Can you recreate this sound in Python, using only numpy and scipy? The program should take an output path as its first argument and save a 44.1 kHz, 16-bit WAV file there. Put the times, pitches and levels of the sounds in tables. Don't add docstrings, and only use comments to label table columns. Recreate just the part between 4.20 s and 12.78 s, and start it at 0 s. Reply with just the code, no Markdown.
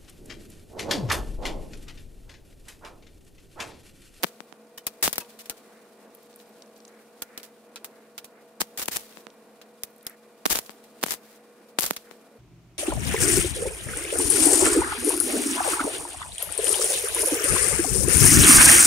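import sys
import numpy as np
from scipy import signal
from scipy.fft import rfft, irfft
from scipy.io import wavfile

SR = 44100
rng = np.random.default_rng(int(sys.argv[2]) if len(sys.argv) > 2 else 0)


def waveform_to_disk(signal):
    frames = np.transpose(np.atleast_2d(signal))
    scaled = np.clip(frames, -1, 1) * 32767
    samples = np.round(scaled).astype(np.int16)
    wavfile.write(sys.argv[1], SR, samples)


def makeup_ratio(level_db):
    decades = np.asarray(level_db, float) / 20
    return 10 ** decades


N = 378378
WIND_CUT_HZ = 173.5

# start_s, sizzle_db, decay_t60_s, left_minus_right_db, brightness_db
TOUCHES = [(0.0272, -38, 0.05, 3, 20), (0.205, -56, 0.033, -6, 14), (0.6679, -23, 0.052, 3, 5),
           (0.9296, -26, .053, 4, 4), (0.957, -36, 0.068, -2, 2), (0.9817, -27.5, 0.054, 8.5, 10),
           (1.2976, -27.5, 0.06, 3, 3.5), (3.0208, -29, 0.051, -2.5, 8), (3.177, -31.5, 0.044, 0.5, 3),
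           (3.232, -39.5, 0.13, -4, 6.5), (3.5596, -35.5, 0.068, -1, -9), (3.6457, -31.5, .058, -1, 7.5),
           (3.98, -34, 0.066, -1.5, -0.5), (4.044, -39, 0.063, -2, 7), (4.6816, -25.5, 0.05, 4, 8),
           (5.415, -45, 0.067, -0.5, -4), (5.6352, -27.5, 0.042, -1, 10.5), (5.867, -30.5, 0.05, 1, 8),
           (7.7648, -31, 0.05, -1, -4)]
# start_s, left_height, right_height [full scale before trim]
POPS = [(0.0332, -0.01, -0.19), (0.0381, -0.02, 0.44), (0.0436, 0.5, -0.01), (0.0472, -0.05, -0.03),
        (0.2051, -0.08, 0.0), (0.3258, 0, -0.04), (0.8277, -0.048, -0.054), (0.8354, 0.07, -0.05),
        (0.8414, -0.08, 0.02), (0.8455, 0.07, 0.02), (0.8782, -0.18, -0.35), (0.9817, 0, 0.28),
        (4.4057, 0.01, 0.08), (4.4098, -0.06, -0.05), (4.4168, 0.31, -0.03), (4.6847, -0.24, -0.01),
        (4.7691, 0.11, -0.08), (1.2972, -0.03, -0.04), (4.9724, -0.044, 0), (5.0686, -0.006, -0.056),
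        (6.2566, 0.03, 0.35), (6.2594, 0.11, 0.09), (6.2624, 0.34, -0.58), (6.307, 0.09, 0.05),
        (6.3142, -0.09, 0.04), (6.3706, 0.05, 0.06), (6.3524, -0.1, -0.03), (6.3574, 0.2, 0),
        (6.3889, 0.1, 0.04), (6.4947, -0.068, 0), (6.8296, 0.01, -0.16), (6.8377, -0.36, -0.25),
        (6.8637, -0.13, 0), (6.8841, 0, -0.08), (6.9204, -0.06, 0.09), (6.9084, 0.09, -0.03),
        (6.9397, -0.08, 0), (7.5876, 0.53, -0.06), (7.5923, 0.01, -0.15), (7.6333, 0.07, -0.03),
        (7.6407, 0.05, 0.09), (7.7091, 0.06, 0.42), (7.9121, -0.04, 0)]
# freq_hz, likeness [0..1]
LIKENESS = [(60, 0.28), (180, 0.89), (550, 0.94), (1650, 0.55), (4970, 0.067), (15000, 0.089)]


def rms_one(x):
    return x / np.sqrt(np.mean(x ** 2) + 1e-20)


def in_time(rows):
    s, *columns = np.transpose(rows)
    return [np.interp(np.arange(N) / SR, s, c) for c in columns]


def at_hz(points, hz):
    point_hz, value = np.array(points).T
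    return np.interp(np.log(hz), np.log(point_hz), value)


def butter(x, hz, kind, order=2):
    sos = signal.butter(order, np.clip(hz, 10, .45 * SR), kind, fs=SR, output="sos")
    return signal.sosfilt(sos, x)


def drift(rate_hz):
    r = np.exp(-80 * np.pi * rate_hz / SR)
    slow = signal.lfilter([1], [1, -2 * r, r * r], rng.standard_normal(N // 40 + 2002))[2000:]
    return np.interp(np.arange(N) / 40, np.arange(len(slow)), rms_one(slow))


def coloured(spectrum):
    hz = np.maximum(np.fft.rfftfreq(N, 1 / SR), 1)
    mid, side = rfft(rng.standard_normal((2, N)))
    alike = np.clip(at_hz(LIKENESS, hz), 0, 1)
    both = np.sqrt(1 + alike) * mid + np.sqrt(1 - alike) * side * [[1], [-1]]
    return rms_one(irfft(both * makeup_ratio(at_hz(spectrum, hz)), N))


def strikes(rows, heights):
    out = np.full((2, N), 1e-18)
    index = np.round(np.array(rows)[:, 0] * SR).astype(int)
    np.add.at(out, (slice(None), index), heights.T)
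    return out


def ring(clicks, hz, t60_s):
    r, w = makeup_ratio(-60 / (t60_s * SR)), 2 * np.pi * hz / SR
    return signal.lfilter([0, np.sin(w)], [1, -2 * r * np.cos(w), r * r], clicks)


def bursts():
    # start_s, sizzle_db, left_minus_right_db, brightness_db
    spits = [(0.033, -25, 2.5, 3), (0.8782, -22, 8, -1), (4.4166, -27, 0, -1.5), (4.658, -27, 1, 9),
             (6.302, -15, 5.5, 9), (6.327, -21.5, -18.5, 11), (6.3558, -17, -1.5, 5),
             (6.3888, -21.5, 6, 30), (6.885, -34, -12, 0), (7.6634, -17.5, -0.5, 16), (7.7091, -29, 5, 16)]
    # start_s, sizzle_db, burn_s, decay_t60_s, left_minus_right_db
    arcs = [(0.032, -36, 0.008, 0.084, 6), (0.826, -19.5, 0.025, 0.14, 2),
            (4.4035, -23, 0.0095, 0.062, -0.5), (4.574, -30, 0.016, 0.24, 1.5),
            (4.595, -27.5, .006, .04, -1.5), (4.617, -27.5, 0.016, .03, -0.5), (4.711, -32, 0.02, 0.35, 0),
            (4.74, -34.5, 0.032, .012, -6), (4.76, -25.5, 0.0077, 0.028, 9), (6.254, -27, 0.01, .021, 2.5),
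            (6.271, -39.5, .02, .13, 6.5), (6.296, -29.5, 0.086, 0.08, -1),
            (6.306, -23.5, 0.025, 0.031, 10.5), (6.365, -34, 0.033, .012, -5),
            (6.829, -29.5, 0.011, .036, -4), (6.859, -36, 0.049, .089, 6.5), (6.897, -35, 0.051, .02, 1),
            (6.906, -29.5, 0.02, 0.11, 5), (7.585, -33.5, 0.015, .055, 3.5), (7.604, -32.5, 0.032, .056, 5),
            (7.62, -29, 0.016, .012, 5.5), (7.636, -27, 0.0096, .016, -7), (7.645, -30.5, 0.026, 0.14, 0.5)]
    # start_s, sizzle_db, burn_s
    sputters = [(0.064, -44, 0.017), (0.576, -37, .003), (0.9, -50, .008), (1.001, -37, 0.0097),
                (1.091, -53, .02), (1.189, -42.5, 0.022), (1.256, -43.5, .006), (1.367, -52.5, 0.015),
                (2.19, -55, 0.032), (2.095, -59, .02), (2.56, -58, .02), (2.8, -63, .03), (3.195, -50, .01),
                (6.46, -46, .004), (4.794, -55, 0.088), (4.891, -53.5, .12), (5.896, -57.5, 0.028),
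                (6.504, -43, .002), (6.639, -50, .003), (6.812, -47, .06), (7.03, -56.5, .14),
                (7.485, -56.5, .01), (7.702, -36, .005), (7.731, -41, .006), (7.906, -53.5, .012)]
    touch_lead_s, touch_burn_s = .0008, .002
    spit_lead_s, spit_t60_s = .00087, .02
    return ([(s - touch_lead_s, db, touch_burn_s, t60, pan, bright) for s, db, t60, pan, bright in TOUCHES]
            + [(s - spit_lead_s, db, 0, spit_t60_s, pan, bright) for s, db, pan, bright in spits]
            + [(*arc, 7) for arc in arcs]
            + [(*weak, .07, .5, 4) for weak in sputters])


def sizzle(rise_s, tail_db, tail_t60_s, body_db, body_rule, thud_db):
    low, high, body = np.zeros((3, 2, N))
    after = np.arange(SR // 4) / SR
    for s, level_db, burn_s, t60_s, pan_db, bright_db in bursts():
        fading = np.maximum(after - burn_s, 0)
        power = makeup_ratio(-120 * fading / max(t60_s, .004)) + makeup_ratio(2 * tail_db - 120 * fading / tail_t60_s)
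        power *= np.minimum(after / rise_s, 1)
        power = power * makeup_ratio(2 * level_db + pan_db * np.array([[1], [-1]]))
        start = round(s * SR)
        span = slice(start, start + SR // 4)
        high_share = 1 / (1 + makeup_ratio(-2 * bright_db))
        low[:, span] += power * (1 - high_share)
        high[:, span] += power * high_share
        body[:, span] += power * makeup_ratio(2 * (body_db + body_rule * min(level_db + 31, 0)))

    spark_height = makeup_ratio(4.0 * np.minimum(rng.exponential(1, (2, N)), 1.5))
    sparks = (rng.random((2, N)) < 1100 / SR) * spark_height
    grit = rng.standard_normal((3, 2, N)) * (1 + 1.3 * sparks) * makeup_ratio(2.1 * drift(200))
    low_hiss = rms_one(butter(grit[1], [1400, 5800], "band"))
    high_hiss = rms_one(butter(grit[2], 5600, "high"))
    thud = rms_one(butter(grit[1], [20, 110], "band"))
    bottom = rms_one(butter(grit[0], [230, 1500], "band")) + makeup_ratio(thud_db) * thud
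    return np.sqrt(low) * low_hiss + np.sqrt(high) * high_hiss + np.sqrt(body) * bottom


def cracks(trim_db, splash_db, splash_t60_s):
    # start_s, left_peak_db, right_peak_db, ring_hz
    spikes = [(0.0268, -27, -31, 10900), (0.0331, -19, -11, 5400), (0.0355, -9, -13, 12100),
              (0.0369, -11, -22, 11400), (0.038, -4, -8, 11900), (0.5787, -28, -33, 11400),
              (0.6657, -28, -30, 10900), (0.667, -22, -30, 10300), (0.6682, -4, -9, 11400),
              (0.8262, -23, -19, 6100), (0.8275, -8, -9, 7500), (0.8318, -7, -14, 10100),
              (0.8349, -9, -13, 9400), (0.8384, -10, -12, 8400), (0.8397, -11, -21, 8000),
              (0.8416, -7, -13, 9100), (0.8452, -12, -23, 7700), (0.8464, -9, -20, 11100),
              (0.852, -7, -16, 9000), (0.8644, -12, -23, 11100), (0.8697, -14, -16, 6300),
              (0.8719, -17, -26, 9700), (0.8782, -7, -9, 8300), (0.8832, -8, -12, 10700),
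              (0.9294, -5, -13, 10500), (0.9306, -16, -20, 12800), (0.9573, -19, -24, 12800),
              (0.9802, -16, -29, 9300), (0.9817, -3, -11, 12700), (0.9838, -17, -21, 11100),
              (1.0045, -22, -30, 11800), (1.2972, -10, -13, 9900), (1.2983, -18, -19, 6400),
              (1.3, -16, -24, 8500), (3.0203, -21, -16, 8500), (3.0217, -17, -18, 8500),
              (3.1768, -23, -19, 8100), (3.1786, -28, -23, 11700), (3.2317, -31, -26, 5300),
              (3.5594, -23, -24, 7700), (3.6454, -16, -21, 11000), (3.6478, -29, -23, 10200),
              (3.9798, -23, -23, 8100),
              (4.4017, -23, -31, 6700), (4.4043, -24, -14, 11500), (4.4078, -10, -8, 8100),
              (4.4167, -7, -9, 7700), (4.5755, -16, -21, 7200), (4.6285, -18, -21, 10400),
              (4.6578, -28, -28, 10600), (4.6594, -25, -24, 8300), (4.6788, -27, -31, 11000),
              (4.68, -18, -24, 13300), (4.6812, -16, -13, 10400), (4.6845, -8, -13, 10000),
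              (4.7693, -5, -11, 9000), (4.7717, -18, -27, 8200), (5.6351, -13, -11, 8500),
              (5.6368, -31, -21, 9000), (5.867, -11, -15, 10800), (5.8681, -24, -20, 7800),
              (6.2565, -14, -9, 6500), (6.2593, -11, -12, 11300), (6.2624, -10, -6, 4400),
              (6.2657, -17, -23, 6700), (6.2749, -16, -29, 10500), (6.3012, -10, -15, 11300),
              (6.3031, -10, -12, 6300), (6.3097, -8, -18, 6200), (6.3147, -7, -13, 6600),
              (6.32, -7, -15, 11100), (6.3222, -7, -12, 5900), (6.3268, -5, -16, 10900),
              (6.3332, -11, -18, 11300), (6.3522, -10, -16, 10200), (6.3556, -9, -14, 11900),
              (6.3573, -7, -10, 5700), (6.3721, -13, -19, 10800), (6.3891, -13, -8, 7400),
              (6.8308, -23, -16, 8000), (6.8328, -18, -14, 6600), (6.8376, -1, -5, 9500),
            (6.8398, -27, -17, 9500), (6.8637, -10, -21, 9100), (6.8999, -24, -26, 5500),
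            (6.9083, -4, -17, 8200), (6.921, -8, -11, 10000), (6.9334, -19, -21, 9400),
            (6.9396, -14, -17, 9800), (7.5861, -22, -19, 9400), (7.5877, -7, -13, 4000),
            (7.5894, -3, -9, 9100), (7.5923, -5, -13, 8900), (7.5976, -3, -18, 10400),
            (7.608, -2, -14, 11600), (7.6144, -11, -21, 11200), (7.6207, -11, -27, 9700),
            (7.6221, -5, -15, 10500), (7.629, -11, -23, 10900), (7.6333, -5, -19, 5900),
            (7.6404, -8, -14, 10800), (7.6541, -9, -12, 10100), (7.6631, -8, -13, 10400),
            (7.6651, -9, -15, 7700), (7.7049, -24, -31, 9700), (7.7061, -26, -29, 9200),
            (7.7091, -4, -7, 11400), (7.7635, -18, -24, 11000), (7.7656, -20, -21, 4900),
            (7.7674, -19, -26, 10900)]
    right_lead_s = .00007
    rows = spikes
    out, size = np.zeros((2, N)), SR // 100
    after, pushes = np.arange(size) / SR, np.array(POPS)
    click = butter(1.0 * (after == 0), 3200, "high")
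    hiss = butter(rng.standard_normal((len(rows), 2, size)), 1400, "high")
    for (s, left_db, right_db, hz), scatter in zip(rows, hiss):
        r, w = .7, 2 * np.pi * hz / SR
        rung = signal.lfilter([1], [1, -2 * r * np.cos(w), r * r], click)
        near = pushes[np.abs(pushes[:, 0] - s).argmin()]
        signs = np.where((abs(near[0] - s) < .0005) & (near[1:] < -.02), -1, 1)
        splash = makeup_ratio(splash_db - 60 * after / splash_t60_s) * scatter
        crack = signs[:, None] * rung / rung.max() + splash
        for side, (start_s, db) in enumerate([(s, left_db), (s - right_lead_s, right_db)]):
            start = round(start_s * SR)
            out[side, start:start + size] += makeup_ratio(db + trim_db) * crack[side]
    return out


def pops(width_hz, leak_db):
    touch_push = -.045
    rows = POPS + [(s, touch_push * makeup_ratio(db + 27) / 2, touch_push * makeup_ratio(db + 24)) for s, db, *_ in TOUCHES]
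    push = strikes(rows, np.array(rows)[:, 1:] * makeup_ratio(26.5))
    push = butter(push, width_hz, "low", order=1)
    push = butter(push, 8000, "low", order=1)
    return butter(push, WIND_CUT_HZ, "high", order=6) + makeup_ratio(leak_db) * butter(push, 160.7, "low")


def beads():
    # start_s, peak_db, centre_hz
    ticks = [(0.3249, -46, 2700), (0.47, -50, 5500), (0.81, -44, 10500), (1.047, -39, 2950),
             (1.1144, -50, 3110), (1.916, -56, 3710), (1.949, -33, 11300), (1.97, -46, 11000),
             (2.0997, -48, 5400), (2.29, -46, 12000), (2.4604, -47, 5000), (2.5637, -46, 4300),
             (2.578, -47, 12000), (5.81, -48, 4000), (5.849, -43, 11000), (6.462, -38, 4000),
             (2.03, -44, 12800), (2.1292, -43, 4100), (2.14, -44, 4310), (2.16, -34, 11100),
             (2.1999, -41.5, 3000), (2.4059, -48, 3700), (2.4214, -33, 4400), (2.603, -40, 4200),
             (2.6507, -35, 5000), (2.6792, -37, 6850), (3.1994, -36, 2780), (4.9252, -41, 2600),
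             (4.9697, -47, 3800), (5.0674, -46, 3000), (5.1018, -43, 4050), (5.7044, -50, 13000),
             (5.7623, -43, 10800), (5.7813, -45, 10800), (5.8286, -40, 10800), (5.8965, -32, 10700),
             (7.938, -50, 4080)]
    slag_start_s, slag_end_s, slag_per_s, slag_db = 1.85, 2.6, 16, -57
    when, size, pitch = rng.random((40, 3)).T
    s = slag_start_s + (np.arange(len(when)) + when) / slag_per_s
    slag = zip(s, slag_db + 9 * size, 3500 * 3.5 ** pitch)
    return ticks + [row for row in slag if row[0] < slag_end_s]


def spatter(trim_db, t60_s, octaves):
    out, size = np.zeros((2, N)), SR // 50
    after = np.arange(size) / SR
    rows = beads()
    hiss = rng.standard_normal((len(rows), 2, size))
    for (s, peak_db, hz), (shared, own) in zip(rows, hiss):
        puff = (shared + 0.71 * own * np.array([[1], [-1]])) * makeup_ratio(-60 * after / t60_s)
        bottom_hz = hz * 2 ** -min(octaves, 2200 / hz)
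        top_hz = hz * 2 ** min(octaves, 4000 / hz)
        tick = butter(puff, [bottom_hz, top_hz], "band") + .12 * butter(puff, 1500, "high")
        start = round(s * SR)
        out[:, start:start + size] += makeup_ratio(peak_db + trim_db) * tick / np.abs(tick).max()
    return out


def taps():
    # start_s, level_db, mode_hz, t60_s
    hits = [(0.579, -40.5, 3010, 0.067), (1.008, -40.5, 2580, 0.084), (1.012, -43.5, 946, 0.16),
            (1.313, -40.5, 1404, 0.05), (3.018, -44, 1424, 0.11), (3.562, -41.5, 1370, 0.062),
            (3.563, -50, 2580, 0.11), (3.559, -39, 4020, 0.055), (3.98, -45, 1394, 0.064),
            (0.58, -44, 5200, 0.04), (5.867, -36, 5100, 0.02), (3.98, -44, 4000, 0.03)]
    neighbours = [(1, 0, 1), (.36, -5, .6), (.62, -6, .7), (1.23, -6, .8)]   # hz_ratio, level_db, t60_ratio
    out = np.zeros((2, N))
    for s, db, hz, t60_s in hits:
        for ratio, weaker_db, shorter in neighbours:
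            heights = makeup_ratio(db + weaker_db + np.array([[0.85, -1.0]]))
            out += ring(strikes([(s,)], heights), hz * ratio, t60_s * shorter)
    return out


def rustle():
    # middle_s, level_db, length_s
    rubs = [
        (1.55, -64.5, 0.34),
        (2.764, -60.5, 0.2),
        (3.152, -58, 0.31),
        (3.812, -64.5, 0.24),
        (4.17, -62.5, 0.16),
        (5.894, -55, 0.14),
        (6.038, -69, .1),
        (7.097, -66, 0.41),
        (7.888, -59, 0.16),
    ]
    now = np.arange(N) / SR
    swell = sum(makeup_ratio(db) * np.cos(np.pi * np.clip((now - s) / length_s, -.5, .5)) for s, db, length_s in rubs)
    hiss = rms_one(butter(coloured(LIKENESS), [1250, 2300], "band", order=3))
    return swell * makeup_ratio(2.0 * drift(30)) * hiss


def fan_motor():
    # multiple, rms_db
    orders = [(2, -78), (3, -62), (6, -67), (7, -70.5), (9, -64.5), (11, -101), (12, -99), (15, -76),
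              (16, -76.5)]
    turn = 2 * np.pi * np.cumsum(73.2 * (1 + 0.00208 * drift(1.32))) / SR
    return sum(makeup_ratio(db + 1.5 + 1.5 * drift(5)) * np.sin(k * turn + rng.uniform(0, 2 * np.pi)) for k, db in orders)


def transformer():
    # line_hz, rms_db
    lines = [(480, -60.5), (566, -81), (706, -73), (1441, -77), (1921, -82.5), (2401, -79), (2880, -91.5)]
    now = np.arange(N) / SR
    return sum(makeup_ratio(db + 3.5 + 1.5 * drift(9.2)) * np.sin(2 * np.pi * hz * now) for hz, db in lines)


def cooling_fizz():
    # time_s, level_db
    level = [(0.0, -57), (0.48, -66), (1.09, -58), (1.43, -61), (4.44, -65), (4.78, -54), (5.17, -64),
             (6.29, -64), (6.38, -59.5), (7.58, -65), (7.74, -56.5), (7.98, -63), (8.18, -64.5)]
    # freq_hz, density_db [dB per Hz]
    colour = [(100, -14.5), (170, -10.5), (1180, -10.5), (2000, -11.5), (4010, -7.5), (6140, -11),
              (9330, -9.5), (16000, -16)]
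    return makeup_ratio(in_time(level)[0] + 1.5 * drift(34) + 0.58 * drift(180)) * coloured(colour)


def workshop():
    # freq_hz, density_db [dB per Hz]
    air_colour = [(24, -68.5), (40, -45), (92, -49.5), (166, -24), (209, -9.5), (338, -12.5), (482, -9),
                  (546, -12), (779, -15.5), (2800, -30), (3640, -55), (6160, -120)]
    air = makeup_ratio(-56.5 + 1.1 * drift(5.1)) * coloured(air_colour)
    whine = makeup_ratio(-82.5) * rms_one(butter(rng.standard_normal((2, N)), [9100, 9500], "band"))
    return air + fan_motor() + transformer() + cooling_fizz() + whine + rustle()


def second_place():
    # time_s, low_db, upper_db
    level = [
        (8.17, -51, -65),
        (8.214, -51, -71),
        (8.58, -52, -71),
    ]
    # freq_hz, density_db [dB per Hz]
    colour = [(12, -52), (20, -36), (120, -22), (172, -22), (204, -24), (328, -19), (499, -16), (873, -34),
              (1860, -42), (2320, -40), (3950, -46.5), (6360, -47.5), (11000, -55), (16000, -57)]
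    # centre_hz, width_hz, level_db
    drone_bands = [(54.6, 14, -64.5), (120.2, 9.8, -66), (164, 10, -66)]
    beat_db, beat_hz, beats_per_s, beat_top_s = -58, 120.5, 7.2, 8.215
    low_db, upper_db = in_time(level)
    air = coloured(colour)
    drones = 0
    for hz, wide_hz, db in drone_bands:
        band = butter(rng.standard_normal(N), [hz - wide_hz / 2, hz + wide_hz / 2], "band")
        drones = drones + makeup_ratio(db + 54) * rms_one(band)
    now = np.arange(N) / SR
    swell = 1 + .7 * np.cos(2 * np.pi * beats_per_s * (now - beat_top_s))
    drones = drones + makeup_ratio(beat_db + 54) * swell * np.sin(2 * np.pi * beat_hz * now)
    low = drones + makeup_ratio(1.0) * butter(air, 436, "low")
    return makeup_ratio(low_db) * low + makeup_ratio(upper_db + 18.5) * butter(air, 450, "high")


def scene():
    arc = sizzle(rise_s=0.00065, tail_db=-32, tail_t60_s=0.7, body_db=-12, body_rule=0.784, thud_db=-11.0)
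    arc = arc + cracks(trim_db=2.5, splash_db=-25, splash_t60_s=.006)
    arc = arc + pops(width_hz=1000, leak_db=-24)
    arc = arc + spatter(trim_db=-0.5, t60_s=0.017, octaves=0.72)
    arc = arc + makeup_ratio(3.43 * drift(110)) * butter(taps(), WIND_CUT_HZ, "high")
    move_s, fade_s = 8.185, .015
    moved = np.clip((np.arange(N) / SR - move_s) / fade_s + .5, 0, 1)
    return (arc + workshop()) * (1 - moved) + second_place() * moved


def roll_off(x):
    return signal.sosfilt(signal.butter(12, 16990, fs=SR, output="sos"), x)


def record(dry):
    loud = np.clip(dry, -1, 1)
    cut = signal.sosfilt(signal.cheby2(16, 60, 16200, fs=SR, output="sos"), loud)
    peaks = loud * np.minimum(loud ** 4 / .004, 1)
    top = signal.sosfilt(signal.cheby2(10, 70, [15300, 17200], "band", fs=SR, output="sos"), peaks)
    mix = np.clip(cut + makeup_ratio(-24.5) * top, -.97, .97)
    return roll_off(mix)


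dry = scene()
out = record(dry)
waveform_to_disk(out)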